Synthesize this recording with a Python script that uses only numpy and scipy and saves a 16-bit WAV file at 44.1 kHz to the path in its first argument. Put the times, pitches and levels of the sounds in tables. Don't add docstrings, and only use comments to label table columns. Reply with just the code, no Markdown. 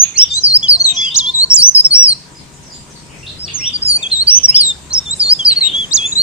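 import sys
import numpy as np
from scipy import signal
from scipy.fft import rfft, irfft, next_fast_len
from scipy.io import wavfile
from scipy.ndimage import uniform_filter1d, minimum_filter1d

SR = 44100
rng = np.random.default_rng(int(sys.argv[2]) if len(sys.argv) > 2 else 0)


def wrap_up_sound(samples):
    columns = np.atleast_2d(samples).T
    tamed = np.clip(columns, -1, 1)
    steps = np.round(tamed * 32767).astype(np.int16)
    wavfile.write(sys.argv[1], SR, steps)


N = 274302


def gain_of(db):
    return 10 ** (np.asarray(db) / 20)


def evened(x):
    return x / np.sqrt(np.mean(x ** 2) + 1e-20)


def look_up(table, hz, column=1):
    table = np.array(table, float)
    return np.interp(np.log(hz + 1), np.log(table[:, 0] + 1), table[:, column])


def add(mix, start_s, sound):
    part = mix[..., max(round(start_s * SR), 0):][..., :sound.shape[-1]]
    part += sound[..., :part.shape[-1]]


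def waver(count, hz):
    size = next_fast_len(count + SR // 8)
    freqs = np.fft.rfftfreq(size, 1 / SR)
    spectrum = rfft(rng.standard_normal(size)) / (1 + (freqs / hz) ** 4)
    return evened(irfft(spectrum, size))[:count]


def phase_of(pitch):
    return 2 * np.pi * np.cumsum(pitch) / SR


def glides(table, rasp, rasp_hz, swell_db, sweep_rasp=0):
    out = np.zeros(N)
    for start, length, first_hz, last_hz, db in table:
        count = int(length * SR)
        shake = rasp + sweep_rasp * abs(np.log(last_hz / first_hz))
        pitch = np.linspace(first_hz, last_hz, count) * (1 + shake * waver(count, rasp_hz))
        shape = signal.windows.tukey(count, .5) * gain_of(np.linspace(0, swell_db, count))
        add(out, start, gain_of(db) * evened(np.sin(phase_of(pitch)) * shape))
    return out


# (frequency [Hz], relative level [dB])
NOISE_COLOUR = [(25, -16), (50, -3), (85, -5), (115, -8), (160, -4), (250, -7), (700, -16), (950, -15),
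                (1400, -19), (4500, -22.5), (8500, -20), (11000, -38.5), (14500, -39.5), (16000, -78.5)]
# (frequency [Hz], likeness [0-1])
NOISE_LIKENESS = [(150, 0.67), (400, 0.68), (1000, 0.072)]
# (time [s], level change [dB])
NOISE_SWELL = [(1.8, -13), (3.599, -10.5), (5.201, -9), (6.199, -7)]


def rumble(left_db=-27, right_db=-29, patchy_db=2.06):
    frames, hz = N // 512 + 5, np.fft.rfftfreq(2048, 1 / SR)
    a, b, c, d, patches = rng.standard_normal((frames, len(hz), 5)).T
    left, unrelated = a + 1j * b, c + 1j * d
    likeness = look_up(NOISE_LIKENESS, hz)[:, None]
    right = likeness * left + np.sqrt(1 - likeness ** 2) * unrelated
    patches = uniform_filter1d(patches, size=24, axis=0)
    patches = evened(uniform_filter1d(patches, size=5, axis=1))
    colour = gain_of(look_up(NOISE_COLOUR, hz)[:, None] + patchy_db * patches)
    noise = signal.istft(np.array([left, right]) * colour, nperseg=2048, noverlap=1536)[1][:, :N]
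    swell_db = np.interp(np.arange(N) / SR, *np.transpose(NOISE_SWELL))
    return evened(noise) * gain_of(swell_db) * gain_of([[left_db], [right_db]])


# (pitch [Hz], level [dB])
HUM_TONES = [(135, -51), (150.5, -51.5), (177, -56)]


def machine_hum(drift=0.0122, drift_hz=3, sway_db=3.5, lean_left_db=3.5):
    out = np.zeros(N)
    for hz, db in HUM_TONES:
        level = np.sqrt(2) * gain_of(db + sway_db * waver(N, drift_hz))
        pitch = hz * (1 + drift * waver(N, drift_hz))
        out += level * np.sin(phase_of(pitch))
    return out * gain_of([[lean_left_db], [-lean_left_db]])


# (time [s], length [s], first pitch [Hz], last pitch [Hz], level [dB])
TRAFFIC_DRONES = [(.1, 0.82, 86.6, 78.2, -46.5), (3.1, 1, 85.7, 93.3, -44.5),
                  (4.05, 0.51, 74.1, 68.8, -45.5), (4.62, 0.62, 76.1, 80, -43.5)]


def traffic():
    return glides(TRAFFIC_DRONES, rasp=0.087, rasp_hz=25, swell_db=-4)


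# (time [s], length [s], first pitch [Hz], last pitch [Hz], relative level [dB])
DISTANT_TONES = [(.6, 0.41, 670, 703.6, -50.5), (.62, 0.42, 1085, 1070, -51), (1.05, 0.47, 970, 1021, -45),
                 (1.9, 1.4, 964.5, 933, -56.5), (4.7, 0.29, 848, 1100, -53)]


def distant_tones():
    return glides(DISTANT_TONES, rasp=0.0275, rasp_hz=45.4, swell_db=2.5)


# (frequency [Hz], time to fade by 60 dB [s])
ROOM_RING = [(3000, 0.4), (6000, 0.38), (14000, 0.35)]


def room(sound, first_echo_s=0.0095):
    echoes = rng.standard_normal((2, SR)) * (np.arange(SR) > first_echo_s * SR)
    hz, t, spectrum = signal.stft(echoes, SR, nperseg=256)
    fade = gain_of(-60 * t / look_up(ROOM_RING, hz)[:, None])
    tail = signal.istft(spectrum * fade, SR, nperseg=256)[1]
    return signal.fftconvolve(np.atleast_2d(sound), tail / np.linalg.norm(tail[0]), axes=1)[:, :N]


def chatter(count=50, length_s=.04, mean_db=-46):
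    chips = []
    for when, height, loudness in rng.random((count, 3)):
        hz = 4500 + 3500 * height
        chips.append((when * N / SR, length_s, hz, .7 * hz, mean_db + 10 * (loudness - .5)))
    return glides(chips, rasp=0.015, rasp_hz=600, swell_db=-38, sweep_rasp=0.04)


# (time [s], length [s], first pitch [Hz], last pitch [Hz], relative level [dB])
BIRD_CHIRPS = [ (.027, 0.02, 4150, 2050, -27.5), (0.28, 0.052, 4720, 4830, -30),
               (.395, 0.082, 6160, 4950, -29.5), (.32, 0.07, 6260, 6170, -27),
               (0.783, 0.087, 6180, 6330, -28.5), (.882, 0.029, 3690, 2290, -28),
               (0.93, 0.06, 6470, 4960, -27), (0.98, 0.083, 4960, 4800, -27),
               (1.14, 0.028, 6470, 4630, -25.5), (1.255, 0.025, 3540, 4870, -26.5),
               (1.36, 0.055, 6970, 7040, -34), (1.894, 0.19, 2170, 2850, -43),
               (2.345, 0.044, 4950, 4970, -41.5), (2.383, 0.024, 4700, 3710, -45.5),
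               (2.655, 0.03, 6530, 4870, -46), (2.695, 0.046, 4910, 4850, -37.5),
               (2.728, 0.032, 4700, 3380, -44), (2.719, 0.052, 6910, 7370, -39.5),
               (2.895, 0.029, 6900, 4900, -44), (3.08, 0.1, 2950, 1926, -45.5),
               (3.228, 0.014, 2800, 2680, -33), (3.261, 0.029, 3370, 4420, -28),
               (3.447, 0.025, 4910, 4330, -30), (3.476, 0.017, 3675, 2420, -25.5),
               (3.857, 0.048, 6910, 7080, -27), (3.964, 0.1, 2360, 2692, -37.5),
               (4.095, 0.041, 3350, 4360, -26.5), (4.26, 0.084, 3430, 2290, -36.5),
               (4.366, 0.031, 3490, 2540, -32.5), (4.925, 0.1, 3850, 3630, -42),
               (5.17, 0.15, 3634, 3580, -35), (5.14, 0.041, 6970, 9300, -33),
               (5.21, 0.083, 6800, 7340, -34), (5.5, 0.022, 3750, 2196, -28),
               (5.976, 0.082, 2430, 2757, -35.5), (6.054, 0.03, 6730, 7040, -21.5)]


def chirps():
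    return glides(BIRD_CHIRPS, rasp=0.012, rasp_hz=725, swell_db=-1.5, sweep_rasp=0.19)


CALL_NOTES = [2108, 2715, 2998, 3585]
# (time [s], length [s], relative level [dB])
CALLS = [(0.133, 0.11, -29), (0.986, 0.16, -29.5), (3.586, 0.1, -26), (4.476, 0.108, -29),
         (5.602, 0.11, -27)]


def rising_calls(rasp=0.036, rasp_hz=600, swell_db=22, slide_s=0.018, throb_hz=65, throb_db=3):
    out = np.zeros(N)
    for start, length, db in CALLS:
        progress = np.linspace(0, 1, int(length * SR), endpoint=False)
        stair = np.array(CALL_NOTES, float)[(progress * len(CALL_NOTES)).astype(int)]
        stair = uniform_filter1d(stair, int(slide_s * SR))
        pitch = stair * (1 + rasp * (1 - 0.56 * progress) * waver(len(stair), rasp_hz))
        throb = throb_db * np.sin(2 * np.pi * (throb_hz * length * progress + rng.random()))
        shape = signal.windows.tukey(len(stair), .25) * gain_of(swell_db * progress + throb)
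        add(out, start, gain_of(db) * evened(np.sin(phase_of(pitch)) * shape))
    return out


def cage_echoes(song, echo_db=-24, first_s=0.003, last_s=.035, fall_db=-7, count=8):
    out = np.zeros((2, N))
    for side in (0, 1):
        lateness = (np.arange(count) + rng.random(count)) / count
        delays = first_s + (last_s - first_s) * lateness
        gains = gain_of(fall_db * lateness)
        for delay, gain in zip(delays, gains / np.linalg.norm(gains)):
            add(out[side], delay, gain * song[side])
    return gain_of(echo_db) * out


def recording_fizz(song, hiss_db=-44, fizz_db=-31, hiss_hz=(2000, 15000), fizz_hz=(12500, 16000)):
    loudness = np.sqrt(abs(uniform_filter1d(song ** 2, size=300, axis=1)))
    peaks = np.minimum(loudness / 0.89, 1) ** 4
    bands = (signal.butter(6, hz, "bandpass", fs=SR, output="sos") for hz in (hiss_hz, fizz_hz))
    hiss, fizz = (evened(signal.sosfilt(band, rng.standard_normal((2, N)))) for band in bands)
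    return gain_of(hiss_db) * loudness * hiss + gain_of(fizz_db) * peaks * fizz


# (frequency [Hz], left louder by [dB], left ahead by [radians])
MIC_PATHS = [(3100, -4.5, -1.2), (3100, -0.5, -1.46), (3660, 0.3, -0.6), (3640, 13, -0.5), (3836, 5.5, -3),
             (4120, -10, -1.64), (4150, -0.5, -1.18), (4560, 1, -1.96), (4600, -6, -1.46), (4710, 5, -1.52),
             (5047, -1.5, -2.5), (5520, -3.5, -1.5), (5530, 3, -1.5), (5860, -6.5, -2.5), (6540, -10, -1.5),
             (6420, -17, -0.5), (6800, -8, -1.6), (7420, -15.5, -1.4), (9100, 12, 2)]
# (time [s], extra left lead at 5500 Hz [radians])
HEAD_TURNS = [(2.1, -0.23), (3.6, -0.3), (4.55, -0.51), (4.9, 0.17)]


def at_microphones(start_s, pitch, levels):
    phase = phase_of(pitch)
    head_turn = np.interp(start_s, *np.transpose(HEAD_TURNS))
    out = np.zeros((2, len(pitch)))
    for harmonic, level in enumerate(levels, 1):
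        hz = harmonic * pitch
        paths = [look_up(MIC_PATHS, hz), look_up(MIC_PATHS, hz, column=2)]
        balance_db, lead = uniform_filter1d(paths, size=130, mode="nearest")
        balance = gain_of(balance_db)
        lead = lead + head_turn * (hz / 5500) ** 2
        left = balance * np.sin(harmonic * phase + lead / 2)
        right = np.sin(harmonic * phase - lead / 2)
        out += np.array([left, right]) * np.sqrt(2 / (1 + balance ** 2)) * level
    return out


# (pitch [Hz], relative level [dB])
VOICE_LEVELS = [(3100, -19), (3450, -7), (3850, -6.5), (4060, -3.5), (4380, -4.5), (4650, 0.5), (4860, -2),
                (5080, -1), (5800, .5), (6700, 3)]
# (its frequency [Hz], level against the main tone [dB])
OCTAVE_LEVELS = [(6200, -24), (7000, -24), (7500, -3.5), (8000, -16.5), (8500, -21), (9100, -20),
                 (10000, -34.5), (11000, -47), (13000, -52.5)]
# (full scoop below [Hz], no scoop above [Hz])
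SCOOP_RANGE = [3940, 4810]


def syllable(glide, effort_db, extra_octave_db, flutter_db=1.02, flutter_hz=90,
             scoop=.07, droop=0.017, hook_s=.006, attack_s=0.018, release_s=0.013, linger_s=0.0042):
    effort_db = np.pad(effort_db, (0, int(linger_s * SR)), "edge")
    glide = np.pad(glide, (0, int(linger_s * SR)), "edge")
    count = len(glide)
    t = np.arange(count) / SR
    flat = np.interp(glide[0], SCOOP_RANGE, [scoop, 0]) * np.exp(-t / hook_s)
    flat += droop * np.exp((t - t[-1]) / hook_s)
    tremble = 0.0038 * waver(count, 550) + 0.0031 * waver(count, flutter_hz)
    pitch = glide * (1 - flat + tremble)
    fade = np.sin(np.pi / 2 * np.clip(np.minimum(t / attack_s, (t[-1] - t) / release_s), 0, 1))
    level_db = effort_db + look_up(VOICE_LEVELS, glide) + flutter_db * waver(count, flutter_hz)
    level = np.sqrt(2) * fade * gain_of(level_db)
    roughness_db = 1.5 * waver(count, 410) + 3 * waver(count, flutter_hz)
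    octave_db = look_up(OCTAVE_LEVELS, 2 * pitch) + extra_octave_db + roughness_db
    return pitch, [level, level * fade * gain_of(octave_db)]


def slur(progress, first_hz, turn_hz, last_hz, turn, ease_rad=1.4):
    turn = np.clip(turn, .05, .95)
    before = progress < turn
    away = np.where(before, (turn - progress) / turn, (progress - turn) / (1 - turn))
    bend = (np.sin(ease_rad * away) / np.sin(ease_rad)) ** 2
    return turn_hz + (np.where(before, first_hz, last_hz) - turn_hz) * bend


# (time [s], length [s], first pitch [Hz], turning pitch [Hz],
# last pitch [Hz], place of the turn [0-1], effort [dB], growth [dB], mid-note swell [dB],
# extra octave level [dB])
SLURRED_NOTES = [ (0, 0.039, 6090, 6110, 6700, 0.21, 1, -8.5, -18, 17),
                 (0.3, 0.094, 3890, 3580, 4140, 0.22, -10.5, 3.5, -0.5, 1.5),
                 (0.433, 0.14, 5080, 4184, 5247, 0.63, -5, 2, -8.5, -7.5),
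                 (0.623, 0.055, 3190, 3425, 3010, 0.25, -4.5, 3, -2, 8.5),
                 (0.793, 0.034, 4220, 4380, 4420, 0.35, -5.5, 3, 9, -15),
                 (0.839, 0.088, 4440, 3847, 3690, 0.42, -3.5, -5.5, 3, -6.5),
                 (0.962, 0.13, 3336, 3423, 3130, 0.5, -4, 1.5, -6, 2.5),
                 (1.336, 0.11, 4100, 3805, 4426, 0.3, -5, 5.5, 0, -4.5),
                 (1.613, 0.082, 4785, 5785, 6266, 0.38, -2, 2, -4.5, 4),
                 (1.746, 0.064, 5245, 4954, 5147, 0.6, -1, -2.5, -5, 5),
                 (1.842, 0.032, 5320, 5315, 5310, 0.34, -2.5, -8, 7, 3),
                 (3.384, 0.069, 4980, 5070, 5660, 0.46, -26, 7.5, -2, -8),
                 (3.538, 0.15, 6800, 5390, 5790, 0.59, -21, 4.5, -10, 2),
                 (3.728, 0.041, 4900, 4730, 4780, 0.87, -16.5, 11, 0, -13),
                 (3.817, 0.022, 4920, 5010, 5030, 0.1, -13, 4, 4, -2),
                 (3.845, 0.13, 5270, 4430, 4670, 0.75, -10, 2, 1, 7.5),
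                 (4.021, 0.054, 3896, 3210, 3390, 0.62, -8.5, 5.5, 0.5, 5.5),
                 (4.112, .12, 4310, 3740, 4370, 0.52, -7, 0.5, -5.5, -2),
                 (4.431, 0.03, 5870, 5765, 5630, 0.2, -4, 4, -2, 5),
                 (4.481, 0.03, 5220, 5120, 5190, 0.34, -2.5, -8, 4, 11.5),
                 (5.051, 0.091, 3790, 3504, 4005, 0.3, -15.5, 12, -2.5, 7),
                 (5.195, 0.14, 5040, 4224, 5160, 0.54, -7.5, 5.5, -9.5, -5),
                 (5.388, 0.053, 3437, 3090, 3200, 0.9, -4.5, -0.5, 4, 6),
                 (5.556, 0.043, 4320, 4370, 4340, 0.4, -10, -7, 14, -6.5),
                 (5.606, 0.076, 4340, 3788, 3790, 0.57, -4, -0.5, -3.5, -10),
                 (5.731, 0.12, 3270, 3394, 3140, 0.6, -5, -4.5, -5, 1),
                 (6.117, 0.022, 3650, 4000, 3930, 0.4, -8.5, -9, 4, -2),
                 (6.151, 0.07, 3950, 3900, 4360, 0, -5, 3, -1.5, -5)]


def slurred_notes():
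    out = np.zeros((2, N))
    for start, length, *bend, db, growth_db, swell_db, octave_db in SLURRED_NOTES:
        progress = np.linspace(0, 1, int(length * SR))
        arch = 4 * progress * (1 - progress) - 2 / 3
        effort_db = db + growth_db * (progress - .5) + swell_db * arch
        pitch, levels = syllable(slur(progress, *bend), effort_db, octave_db)
        add(out, start, at_microphones(start, pitch, levels))
    return out


# (time [s], lead-in length [s], slur length [s], lead-in pitch [Hz],
# overshoot [Hz], first pitch [Hz], turning pitch [Hz], last pitch [Hz], place of the turn [0-1],
# effort [dB], growth [dB], extra lead-in effort [dB], extra octave level [dB])
LEAPING_NOTES = [ (0.152, 0.028, 0.061, 4310, 780, 6820, 5196, 5760, 0.29, -4, 4, -11, -3),
                 (0.678, 0.007, 0.081, 3160, 460, 5555, 4615, 4120, 0.4, -3, -3.5, -8, -3.5),
                 (1.139, 0.036, 0.13, 3850, 2650, 4350, 3210, 3615, 0.42, -7.5, 1.5, -1.5, -4),
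                 (1.499, 0.055, 0.071, 5520, 1950, 5410, 4470, 4580, 0.86, -7, -4, 2, 9.5),
                 (1.905, 0.039, 0.19, 4450, 65, 5470, 5710, 4110, 0.33, -5.5, -3, -1, 4.5),
                 (4.268, 0.03, 0.091, 4647, 4, 5450, 5790, 6120, 0.26, -6, 1, 2.5, -7),
                 (4.544, 0.018, 0.16, 4805, 20, 5510, 3774, 3570, 0.68, -7, -4.5, 6, 2.5),
                 (4.901, 0.035, 0.058, 4190, 1040, 6040, 5125, 5630, 0.45, -11, 3, -7, -22),
                 (5.441, 0.0067, 0.089, 3200, 120, 5550, 4695, 3905, 0.3, -5, -1.5, -25, -5),
                 (5.908, 0.044, 0.12, 3830, 3020, 3680, 3260, 3550, 0.59, -8, 1.5, -0.5, -3)]


def leaping_notes(leap_s=0.0032, flick_s_per_hz=4.2e-6, flick_steepness=2.7):
    out = np.zeros((2, N))
    for row in LEAPING_NOTES:
        start, lead_s, slur_s, lead_hz, over_hz, *bend, db, growth_db, lead_db, octave_db = row
        t = np.arange(-lead_s, slur_s, 1 / SR)
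        progress = np.clip(t / slur_s, 0, 1)
        jumped = 1 / (1 + np.exp(-t / leap_s))
        flick_s = flick_s_per_hz * max(over_hz, 1)
        flick = over_hz * np.exp(-.5 * abs(t / flick_s) ** flick_steepness)
        glide = lead_hz + (slur(progress, *bend) - lead_hz) * jumped + flick
        effort_db = db + growth_db * (progress - .5) + lead_db * (1 - jumped)
        pitch, levels = syllable(glide, effort_db, octave_db)
        add(out, start, at_microphones(start, pitch, levels))
    return out


def scene():
    warbler = slurred_notes() + leaping_notes()
    near = warbler + cage_echoes(warbler) + recording_fizz(warbler)
    far = chirps() + distant_tones()
    rising = rising_calls()
    direct = gain_of(-4) * far + gain_of(0.5) * rising
    echoes = room(gain_of(0.5) * far + gain_of(1) * rising + chatter())
    return traffic() + near + gain_of(-21.5) * room(near) + direct + echoes + rumble() + machine_hum()


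def record(dry, ceiling=1.13, knee=.8, treble_hz=16000, treble_db=-12, cutoff_hz=17500):
    allowed = 1 / np.maximum(abs(dry) / ceiling, 1)
    held = dry * uniform_filter1d(minimum_filter1d(allowed, size=60), size=60)
    clean = np.clip(held, -knee, knee)
    rounded = clean + (1 - knee) * np.tanh((held - clean) / (1 - knee))
    below_treble = signal.firwin(255, treble_hz, window=("kaiser", 8), fs=SR)
    below_cutoff = signal.firwin(255, cutoff_hz, window=("kaiser", 8), fs=SR)
    dulling = below_treble + gain_of(treble_db) * (below_cutoff - below_treble)
    return signal.oaconvolve(rounded, dulling[None], "same")


dry = scene()
out = record(dry)
wrap_up_sound(out)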